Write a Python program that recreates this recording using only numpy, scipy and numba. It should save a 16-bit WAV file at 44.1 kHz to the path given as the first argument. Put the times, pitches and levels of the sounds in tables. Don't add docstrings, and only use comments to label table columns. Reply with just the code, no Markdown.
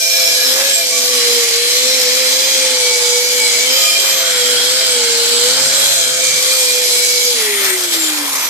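import sys
import numpy as np
from scipy import signal
from scipy.fft import rfft, irfft, next_fast_len
from scipy.io import wavfile
from scipy.ndimage import uniform_filter1d, map_coordinates
from numba import njit

SR = 44100
rng = np.random.default_rng(int(sys.argv[2]) if len(sys.argv) > 2 else 0)


def bounce(signal):
    frames = np.transpose(np.atleast_2d(signal))
    limited = np.clip(frames, -1, 1)
    pcm = np.round(limited * 32767).astype(np.int16)
    wavfile.write(sys.argv[1], SR, pcm)


N = 374409

PINION_TEETH, CROWN_TEETH, KNOTS = 10, 39, 18
OFF_S = 7.3
TOP_HZ = 14500

SIDES = np.array([[1], [-1]])
# (time [s], left-port lag at apart = 1 [ms])
LAG_MS = [(0, 0.19), (.75, 0.12), (1.25, 0.12), (2.25, 0.15), (2.75, 0.13), (3.75, 0.13), (4.25, 0.078),
          (5.75, 0.096), (6.25, 0.16), (7.25, 0.15), (8.49, .14)]
# (frequency [Hz], left minus right [dB])
BALANCE_DB = [(60, -3), (110, 4), (200, 1.5), (370, -1.5), (680, -2.5), (1250, 4.5), (2300, 5), (4220, 4),
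              (7750, -4), (14200, 4.5)]
# (time [s], level [dB], low mids re level [dB], treble re level [dB], top re level [dB])
HISS = [(0, -18, -33, -1, -15), (0.2, -13, -22, -4, -13), (0.4, -13.5, -20.5, -5, -16),
        (0.6, -14, -8.5, -2, -15.5), (0.78, -14, -25.5, -6, -18), (1.0, -16, -16, 0, -15),
        (1.3, -13.5, -15.5, -5.5, -15), (1.6, -14, -21.5, -5.5, -17), (2.0, -14.5, -14.5, -4, -15.5),
        (2.4, -13.5, -18, -6.5, -18.5), (2.8, -15, -13.5, -0.5, -18), (3.2, -15, -17, -2, -17),
        (3.5, -15.5, -15, 0.5, -15), (3.75, -13.5, -14.5, -4.5, -20), (3.9, -12.5, -27, -8, -17),
        (4.03, -14.5, -13, -5, -17), (4.2, -14.5, -14.5, -6, -17), (4.6, -15, -13.5, -2, -17.5),
        (5.0, -16.5, -12, 1, -19), (5.3, -14.5, -14, -7, -18.5), (5.55, -14, -12, -1.5, -19.5),
        (5.8, -15.5, -8.5, 3.5, -15.5), (6.05, -16.5, -15.5, 1, -18), (6.25, -15, -16.5, 1, -17.5),
        (6.6, -16, -11.5, 3, -14), (6.75, -15, -18.5, 0, -17), (7.0, -14, -18.5, -0.5, -15.5),
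        (7.28, -13.5, -23.5, -3.5, -18), (7.4, -14, -15, -9, -15), (7.52, -18, -9, 0, -12),
        (7.65, -16, -5, -5, -9), (7.75, -17.5, -8.5, 0, -9), (7.89, -18, -9, -3, -8.5),
        (7.94, -13, -13, -6, -14), (7.99, -16, -8, -8, -10), (8.05, -15, -9, 0, -12),
        (8.15, -18.5, -5.5, -1, -10), (8.3, -17, -9.5, -5, -12), (8.39, -16.5, -8.5, -3, -12),
        (8.47, -18, -7, -4, -9)]
# (frequency [Hz], density [dB per Hz, relative])
HISS_COLOUR = [(25, -50), (60, -35), (190, -23.5), (300, -18), (450, -8.5), (1000, -15), (2020, -9.5),
               (2350, -7), (2600, -10.5), (2900, -10.5), (3150, -3), (5500, -2.5), (7750, -3.5),
               (9400, -7.5), (11500, -11), (13000, -8), (14400, -19.5)]


def undb(db):
    return np.exp(np.asarray(db) * np.log(10) / 20)


def unit(x):
    return x / np.sqrt(np.mean(x ** 2))


def curves(table):
    s, *columns = np.transpose(table)
    return [np.interp(np.arange(N) / SR, s, c) for c in columns]


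def at(table, hz):
    table_hz, values = np.transpose(table)
    return np.interp(np.log(hz), np.log(table_hz), values)


def walk(rate_hz):
    block = 8
    hold = int(SR / rate_hz / block)
    steps = np.repeat(rng.standard_normal(N // (block * hold) + 2), hold)
    slow = uniform_filter1d(uniform_filter1d(steps, hold), hold)
    return np.sqrt(2) * np.repeat(slow, block)[:N]


def spells(table):
    swell_s = 0.025
    t, edge = np.arange(0, N, 64) / SR, swell_s / 2
    total = 0
    for start, end, db in table:
        corners = [start - edge, start + edge, max(end - edge, start + edge), end + edge]
        total = total + np.interp(t, corners, [0, db, db, 0])
    return np.repeat(total, 64)[:N]


def ports(x, hz, apart=1):
    t = np.arange(N)
    place = t - apart * curves(LAG_MS)[0] * SR / 1000
    if hz > 2500:
        late = map_coordinates(x, [place], order=3, mode="nearest")
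    else:
        late = np.interp(place, t, x)
    return np.array([late, x]) * undb(SIDES * at(BALANCE_DB, hz) / 2)


def spindle_turns(turns):
    return turns * PINION_TEETH / CROWN_TEETH


def whine(turns, lines, fade_db, wander, apart):
    step, out = np.gradient(turns), 0
    late = step * curves(LAG_MS)[0] * SR / 1000
    heard = turns - apart * np.array([late, 0 * step])
    for multiple, db in lines:
        multiple = round(multiple)
        in_band = step * multiple < TOP_HZ / SR
        level = in_band * undb(db + fade_db * np.array([walk(5.5), walk(6.3)]))
        drift = wander * (walk(60) + 1.18 * apart * np.array([walk(9.3), walk(8)]))
        phase = multiple * heard + rng.random() + drift
        out = out + level * np.sqrt(2) * np.sin(2 * np.pi * phase)
    return out


@njit
def svf(x, g, k):
    y = np.empty_like(x)
    for c in range(x.shape[0]):
        band, low = 0., 0.
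        for i in range(x.shape[1]):
            v = (band + g[i] * (x[c, i] - low)) / (1 + g[i] * (g[i] + k))
            band, low = 2 * v - band, low + 2 * g[i] * v
            y[c, i] = k * v
    return y


def sliding(hz, stray):
    return np.tan(np.pi * hz / SR) * (1 + stray * walk(4.0))


def motor(turns):
    # (time [s], nominal level [dB])
    hum_curve = [(0, -36.5), (.2, -31), (.55, -23.5), (.67, -26.5), (.76, -34), (.92, -28.5), (1.35, -20.5),
                 (1.5, -28), (2.0, -22), (2.48, -28), (2.76, -21.5), (3.0, -25.5), (3.1, -20), (3.55, -27),
                 (3.75, -25.5), (3.92, -37.5), (4.1, -28.5), (4.42, -24), (4.8, -27.5), (5.0, -22),
                 (5.48, -22), (5.6, -30), (6.0, -31), (6.4, -28), (6.8, -23), (7.0, -29), (7.1, -26),
                 (7.6, -25), (8.25, -31), (8.48, -55)]
    # (rotor multiple, nominal level [dB])
    gear_lines = [(3, -51), (6, -40), (7, -41), (13, -43), (14, -42)]
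    # (rotor multiple, level re fan whine [dB])
    fan_lines = [(23, 3.5), (36, -24), (46, -1)]
    # (start [s], end [s], gain re fan_rest_db [dB])
    aim_spells = [(0, .32, 10.5), (.32, .5, 6), (.5, .85, 7.5), (1.62, 1.85, 4), (2.15, 2.35, 6),
                  (2.35, 2.75, -2), (2.75, 3.65, 0.5), (1.05, 1.5, 1.5), (3.72, 3.87, 15), (3.87, 4.0, 1),
                  (4.0, 4.22, 8.5), (4.22, 4.62, -1), (4.62, 4.9, 3), (4.9, 5.3, 3.5), (5.3, 5.7, 0),
                  (5.7, 5.95, 6), (6.1, 6.35, -1.5), (6.35, 6.85, 7), (6.85, 7.28, 6.5), (7.28, 7.4, 3),
                  (7.4, 7.52, 8), (7.52, 7.66, 14.5), (7.66, 7.76, 12), (7.77, 7.99, 1), (7.99, 8.09, 12),
                  (8.09, 8.2, 5), (8.2, 8.34, -5), (8.34, 8.5, 6.5)]
    # (rotor multiple, usual level [dB])
    mesh_lines = [(8, -38), (9, -37.5), (10, -33.5), (11, -34), (12, -42)]
    # (start [s], end [s], gain re usual [dB])
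    bite_spells = [
        [(0, 1.6, 1), (4.5, 5.6, 8)],
        [(2.3, 2.95, 9), (3.2, 3.62, 9), (3.62, 4.1, 5), (5.0, 5.9, 9), (6.2, 6.75, 7)],
        [(0, .3, 3), (.3, 1.45, 5), (2.6, 3.0, 1), (3.0, 3.6, 8), (4.5, 5.47, 6.5)],
        [(0, .3, 10), (0.5, 1.4, 6), (1.4, 1.85, -2), (1.85, 2.1, 10)],
        [(.85, 1.2, 15), (1.7, 1.85, 17), (2, 3.0, 16.5), (3.08, 3.3, 16), (3.97, 4.3, 12), (6.0, 7.0, -1)],
    ]
    fan_rest_db = -37.5

    hum_level = undb(curves(hum_curve)[0] + 1.57 * walk(30))
    hum = hum_level * np.sqrt(2) * np.sin(2 * np.pi * turns)
    fan_level = undb(fan_rest_db + spells(aim_spells))
    fan = fan_level * whine(turns, fan_lines, fade_db=3.5, wander=0.22, apart=0.15)
    loaded = [(m, db + spells(rows)) for (m, db), rows in zip(mesh_lines, bite_spells)]
    mesh = whine(turns, loaded, fade_db=2.0, wander=0.45, apart=1)
    gears = whine(turns, gear_lines, fade_db=6.5, wander=0.12, apart=0.96)
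    powered = np.clip((OFF_S + 0.16 - np.arange(N) / SR) / 0.28, 0, 1)
    return ports(hum, 440) + fan + powered * (mesh + gears)


def rattle(turns):
    # (time [s], peak before high-pass and port colour [dB], pitch [Hz])
    loud_knocks = [(7.5504, -8, 5360), (7.5854, -7, 4440), (7.673, -5, 4540), (7.6834, -5, 8680),
                   (7.7054, -7, 8580), (7.7777, -4, 6420), (7.8084, -7, 6090), (7.8271, -5, 4510),
                   (7.8374, -10, 8050), (7.8474, -6, 7990), (7.878, -9, 4450), (7.8884, -8, 4480),
                   (7.9224, -6, 4470), (7.9324, -7, 4390), (7.9384, 0, 6740), (7.9504, -6, 7620),
                   (7.9604, -8, 3630), (7.9942, -6, 5330), (8.0014, -6, 7430), (8.0134, -7, 7370),
                   (8.0204, -9, 3400), (8.0284, -5, 7320), (8.0364, -5, 7300), (8.0474, -6, 7230),
                   (8.0731, -3, 7150), (8.1025, -4, 6150), (8.1214, -6, 4010), (8.1564, -8, 6880),
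                   (8.1773, -6, 5860), (8.2043, -7, 5820), (8.2234, -11, 3430), (8.2804, -9, 5600),
                   (8.3614, -7, 5460), (8.3714, -6, 4030), (8.3864, -6, 6080), (8.4154, -9, 6010),
                   (8.4557, -9, 7190), (8.4694, -9, 3820)]
    tick_db, gust_db, spread_db, width_hz = -14, 4, 3.5, 750

    out, tail = np.zeros(N + 300), np.arange(300) / SR
    places = np.flatnonzero(np.diff(np.floor(spindle_turns(turns))))
    places = places[places > (OFF_S + .2) * SR]
    delay, size, pitch = rng.random((200, 3))[:len(places)].T
    size_db = tick_db + gust_db * walk(14)[places] - spread_db * np.log(1 - .95 * size)
    small = np.c_[places / SR + .003 * delay, np.minimum(size_db, -7), 3300 + 5000 * pitch]
    for s, db, hz in [*loud_knocks, *small]:
        tones = np.sin(2 * np.pi * hz * tail) + 0.5 * np.sin(2 * np.pi * 1.55 * hz * tail)
        ring = np.exp(-np.pi * width_hz * tail) * tones
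        start = min(int(s * SR), N)
        out[start:start + len(tail)] += undb(db) * ring / np.abs(ring).max()
    highpass = signal.butter(2, 1500, "high", fs=SR, output="sos")
    return ports(signal.sosfilt(highpass, out[:N]), 5820, apart=0.15)


def brush(turns):
    # (brush multiple, nominal level [dB])
    uneven_lines = [(17, -40.5), (19, -52), (23, -49), (24, -42), (25, -38), (40, -39), (41, -36),
                    (42, -43), (46, -44), (48, -38.5)]
    # (start [s], end [s], gain re knot_db [dB])
    whistle_spells = [(.22, .34, 16), (.45, .64, 8), (.64, .74, 15), (.74, .84, 17.5), (.92, .99, 16),
                      (2.2, 2.75, 11), (2.75, 2.88, 13), (4.8, 5.25, 9.5), (6.0, 6.22, 9), (6.22, 6.4, 17),
                      (6.4, 6.56, 13), (6.85, 7.3, 10)]
    knot_db = -43

    spindle = spindle_turns(turns)
    pressed = np.clip((OFF_S + 0.091 - np.arange(N) / SR) / 0.14, 0, 1)
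    knot_line = [(KNOTS, knot_db + spells(whistle_spells))]
    knots = whine(spindle, knot_line, fade_db=2.0, wander=0.13, apart=0.43)
    return pressed * (knots + whine(spindle, uneven_lines, fade_db=4.5, wander=0.12, apart=1))


def steel(turns):
    # (frequency [Hz], half the bandwidth of each filter pass [Hz], level offset [dB])
    frame_modes = [(132, 71, 0.5), (253, 10.6, 0.5), (672, 9, -2), (876, 12.6, -1.5), (1140, 23, -4),
                   (1246, 8.2, -6), (2267, 14.5, 3.5), (2397, 11.5, 4), (7580, 30, -1), (2270, 460, -1),
                   (1497, 140, 0), (1037, 170, 1), (3140, 150, -6.5), (4230, 360, -1), (2110, 15, -3),
                   (2704, 20, 0.5), (2100.4, 330, 0), (5350, 530, 0), (6050, 700, 0), (7800, 800, 0.5)]
    rest_levels_db = [-57, -52, -48, -50.5, -49.5, -49.5, -44, -45, -33, -37, -43.5, -44.5, -47, -36.5, -53,
                      -47.5, -46, -40, -40, -39.5]
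    # (start [s], end [s], gain re rest [dB])
    sing_spells = [
        [(2.0, 2.9, 1.5), (4.0, 5.4, 7), (5.4, 6.4, 11.5)],
        [(.05, .2, 0), (.45, .72, 9), (.9, 1.45, 7.5), (1.8, 2.75, 10.5), (3.0, 3.4, 3), (3.4, 3.75, 7),
         (4.45, 4.7, 8.5), (4.95, 5.87, 10), (6.35, 7.2, -1), (7.3, 7.7, 11)],
        [(0, .45, 19), (.68, 1.07, 18), (3.76, 4.32, 16), (4.75, 4.92, 14), (5.45, 5.75, 12.5), (5.9, 6.22, 15)],
        [(2.3, 2.9, 13.5), (2.9, 3.5, 13.5), (3.6, 3.8, 11), (4.95, 5.65, 15.5), (7.3, 7.7, 10)],
        [(.9, 1.3, 17.5), (1.3, 1.9, 11.5), (4.0, 4.3, 17), (6.25, 6.62, 13)],
        [(3.75, 3.9, 24.5), (3.9, 4.27, 16), (6.1, 6.3, 15)],
        [(.1, .37, 9), (2.82, 3.05, 14), (3.05, 3.34, 11.5), (3.36, 3.52, 17), (3.52, 3.72, 16.5),
         (6.25, 6.45, 14)],
        [(0, .1, 13.5), (.1, .22, 18), (.22, .45, 16), (.74, .82, 15.5), (.82, 1.0, 7), (3.83, 3.97, 20),
         (3.96, 4.15, 15), (6.5, 6.85, 14)],
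        [(.7, .79, 18), (3.82, 4.6, 9.5), (4.95, 5.6, 7), (5.6, 6.0, 12)],
        [(0, 1.0, -1), (1.1, 2.1, 9.5), (2.1, 2.75, 11.5), (3.45, 3.95, 9.5), (4.05, 5.2, 2), (6.2, 7.3, 4.5),
         (7.35, 7.8, 7)],
        [(4.203, 6.207, 12.5)],
        [(8.154, 8.493, 12.5)],
        [(0, .45, 7), (.95, 1.35, 5), (2.3, 2.9, -1), (3.6, 4.3, 6), (4.45, 4.9, 10), (4.9, 5.6, 15),
         (7.0, 7.3, 1)],
        [(2.7, 3.7, 7), (4.6, 5.3, 13.5), (5.3, 5.95, 10), (6.2, 7.0, 6)],
        [(.05, .25, 5), (3.4, 3.7, 21), (5.05, 5.25, 14)],
        [(.1, .35, 10), (3.85, 4.6, 3), (6.3, 7.2, 3)],
        [(1.2, 2.1, 9), (4.05, 4.5, 18), (7.36, 7.78, 18), (8.33, 8.45, 18.5)],
        [(0, .6, 14), (.9, 1.5, 10), (4.2, 4.5, 8), (6.8, 7.35, 13)],
        [(.8, 1.3, 10), (1.7, 2.2, 14), (2.2, 3.05, 14), (4.1, 4.5, 12), (6.2, 6.7, 12)],
        [(.68, .8, 17), (3.1, 3.6, 5), (4.95, 5.6, 14), (5.6, 6.1, 16)],
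    ]

    spindle = spindle_turns(turns)
    beat = np.diff(np.floor(spindle), prepend=0) * undb(1.4 * walk(100))
    knots = undb(-15.0) * np.sin(2 * np.pi * (KNOTS * spindle + 0.019 * walk(40)))
    push = unit(beat) + knots + undb(4.0) * rng.standard_normal(N)
    far = undb(1.0) * rng.standard_normal((2, N))
    low, high = ports(push, 500) + far, ports(push, 3000, apart=0.41) + far
    out = 0
    for (hz, width_hz, db), rest_db, rows in zip(frame_modes, rest_levels_db, sing_spells):
        ring_db = rest_db + spells(rows) + 1.4 * walk(9.5)
        drive, drive_hz = (high, 3000) if hz > 2000 else (low, 500)
        g, k = sliding(hz, 0.003), 2 * width_hz / hz
        balance_db = at(BALANCE_DB, hz) - at(BALANCE_DB, drive_hz)
        tone = svf(svf(drive, g, k), g, k) * undb(SIDES * balance_db / 2)
        swing = np.sqrt(uniform_filter1d(np.mean(unit(tone) ** 2, axis=0), SR // 60))
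        out = out + undb(db + ring_db) * unit(tone / (swing + 0.31) ** 0.43)
    return out


def sheen(count=30):
    upper_modes_hz = [1680, 3120, 3210, 3316, 4115, 4350, 4510, 4890, 4920, 5300, 5930, 6250, 6800, 8000]
    # (start [s], end [s], gain re usual [dB])
    glint_spells = [
        [(2.01, 3.6, 10.5), (0.11, 0.82, 13)],
        [(3.65, 4.3, 10), (4.45, 5.6, 10)],
        [(4.7, 5.35, 10)],
        [(4.2, 4.9, 10.5), (5.75, 5.95, 7)],
        [(4.05, 4.3, 6)],
        [(4.7, 4.95, -2), (5.25, 5.95, 7)],
        [(3.3, 3.6, 4), (6.2, 7.0, 5)],
        [(0, 1.3, -2), (4.7, 5.6, 8)],
        [(1.899, 2.269, 4)],
        [(0, .3, 7), (6.8, 7.3, 3)],
        [(.45, 1.5, 0)],
        [(6.249, 6.649, 4)],
        [(2.0, 2.6, 4)],
        [(.3, 1.3, 0), (4.9, 5.5, 13)],
    ]
    lift_s, coast_gain = 8.3, 0.55

    wires = ports(rng.standard_normal(N), 3100) + 1.77 * rng.standard_normal((2, N))
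    touch_s = [OFF_S + .1, OFF_S + .3, lift_s - .15, lift_s]
    touching = np.interp(np.arange(N) / SR, touch_s, [1, coast_gain, coast_gain, .2])
    modes = [(hz, -1.5 + spells(rows)) for hz, rows in zip(upper_modes_hz, glint_spells)]
    modes += [(hz, -1.5) for hz in 1500 * 6.2 ** rng.random(count)]
    out = 0
    for hz, db in modes:
        tone = svf(wires, sliding(hz, 0.0089), 1 / 170)
        lean_db = 2.1 * SIDES * (2 * rng.random() - 2.0)
        out = out + undb(db + at(HISS_COLOUR, hz) + 4.07 * walk(7.0) + lean_db) * tone
    return unit(out) * touching * undb(curves(HISS)[0] - 3.0)


def hiss(turns):
    curve_hz = [450, 1200, 5200, 7800, 11500]
    # (frequency [Hz], power share common to both ports)
    likeness = [(60, .1), (130, 0.12), (300, 0.79), (600, 0.87), (1400, 0.79), (3000, 0.25), (6500, 0.075),
                (14000, 0.046)]
    mains_hz = 50
    hiss_db, coast_db, chatter_db = -17, -1.5, 1

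    t, size = np.arange(N) / SR, next_fast_len(N)
    level_db, mids, treble, top = curves(HISS)
    shifts = np.array([level_db + 0.39 * mids, level_db + mids, level_db, level_db + treble, level_db + top])
    shifts = shifts - shifts.mean(axis=1, keepdims=True)
    mains = 0.12 * (t < OFF_S) * np.cos(4 * np.pi * mains_hz * t)
    throb = 1 + mains + 0.074 * np.cos(2 * np.pi * turns)
    grain_db = 20 * np.log10(throb) + 1.0 * walk(300) + 0.42 * walk(45)

    common = ports(rng.standard_normal(N), 5400)
    f = np.maximum(np.arange(size // 2 + 1) * SR / size, 1)
    share = np.clip(at(likeness, f), 0, 1)
    own = rfft(rng.standard_normal((2, N)), size)
    mix = np.sqrt(share) * rfft(unit(common), size) + np.sqrt(1 - share) * own
    mix = mix * undb(at(HISS_COLOUR, f) + SIDES * at(BALANCE_DB, f) / 2)
    mix = mix / np.std(irfft(mix * ((f > 3000) & (f < 9000)), size))

    out = 0
    for hz in 32 * 2 ** np.arange(0, 9.1, 1 / 3):
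        band = np.cos(np.pi / 2 * np.clip(3 * np.log2(f / hz), -1, 1)) ** 2
        place = np.interp(np.log(hz), np.log(curve_hz), np.arange(len(curve_hz)))
        low = min(int(place), len(curve_hz) - 2)
        db = shifts[low] + (place - low) * (shifts[low + 1] - shifts[low])
        flicker_db = 1.02 * np.array([walk(4.1), walk(4.52)]) + 1.85 * np.array([walk(20), walk(20)])
        bright = min(hz / 4000, 1)
        out = out + undb(db + flicker_db + bright * grain_db) * irfft(mix * band, size)[:, :N]
    coasting = np.clip((t - OFF_S) / 0.21, 0, 1)
    return out * undb(hiss_db + coasting * (coast_db + chatter_db * walk(70)))


def scene():
    # (time [s], speed [Hz])
    rotor_speed = [(0.0, 519.3), (0.21, 521), (0.33, 501.6), (0.39, 504), (0.49, 510), (0.61, 539),
                   (0.7, 548), (0.74, 535.7), (0.84, 507.3), (1.02, 494.5), (1.12, 497), (1.21, 479.3),
                   (1.34, 480.3), (1.51, 463.5), (1.85, 506), (1.95, 515), (2.03, 498.5), (2.09, 496),
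                   (2.21, 518), (2.29, 503), (2.35, 513.7), (2.48, 528.5), (2.67, 516), (2.83, 495.4),
                   (3.02, 484.3), (3.14, 486.7), (3.35, 494.7), (3.53, 480), (3.6, 489.3), (3.82, 539.4),
                   (3.93, 526.9), (3.99, 538.3), (4.1, 534.7), (4.24, 521), (4.34, 497.4), (4.42, 491),
                   (4.5, 494.5), (4.58, 487.7), (4.61, 486.5), (4.76, 513), (4.81, 517.3), (5.02, 475.6),
                   (5.1, 467.6), (5.26, 471.3), (5.33, 478.7), (5.4, 478), (5.6, 525), (5.73, 533),
                   (5.88, 549), (5.93, 543.5), (6.05, 502.4), (6.23, 516), (6.39, 503), (6.52, 517.4),
                   (6.57, 518), (6.66, 495.5), (6.83, 496), (6.92, 488.4), (7.03, 491), (7.29, 491),
                   (7.32, 485.5), (7.4, 445.5), (7.46, 423), (7.59, 397), (7.67, 383.5), (7.71, 370),
                   (7.75, 372), (8.02, 319.3), (8.25, 288), (8.31, 274.6), (8.38, 270.6), (8.48, 254)]
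    turns = np.cumsum(uniform_filter1d(curves(rotor_speed)[0], SR // 25)) / SR
    return motor(turns) + rattle(turns) + brush(turns) + steel(turns) + sheen() + hiss(turns)


def record(dry):
    lowpass = signal.ellip(14, .2, 80, TOP_HZ, fs=SR, output="sos")
    return signal.sosfilt(lowpass, np.clip(dry, -1, 1))


dry = scene()
out = record(dry)
bounce(out)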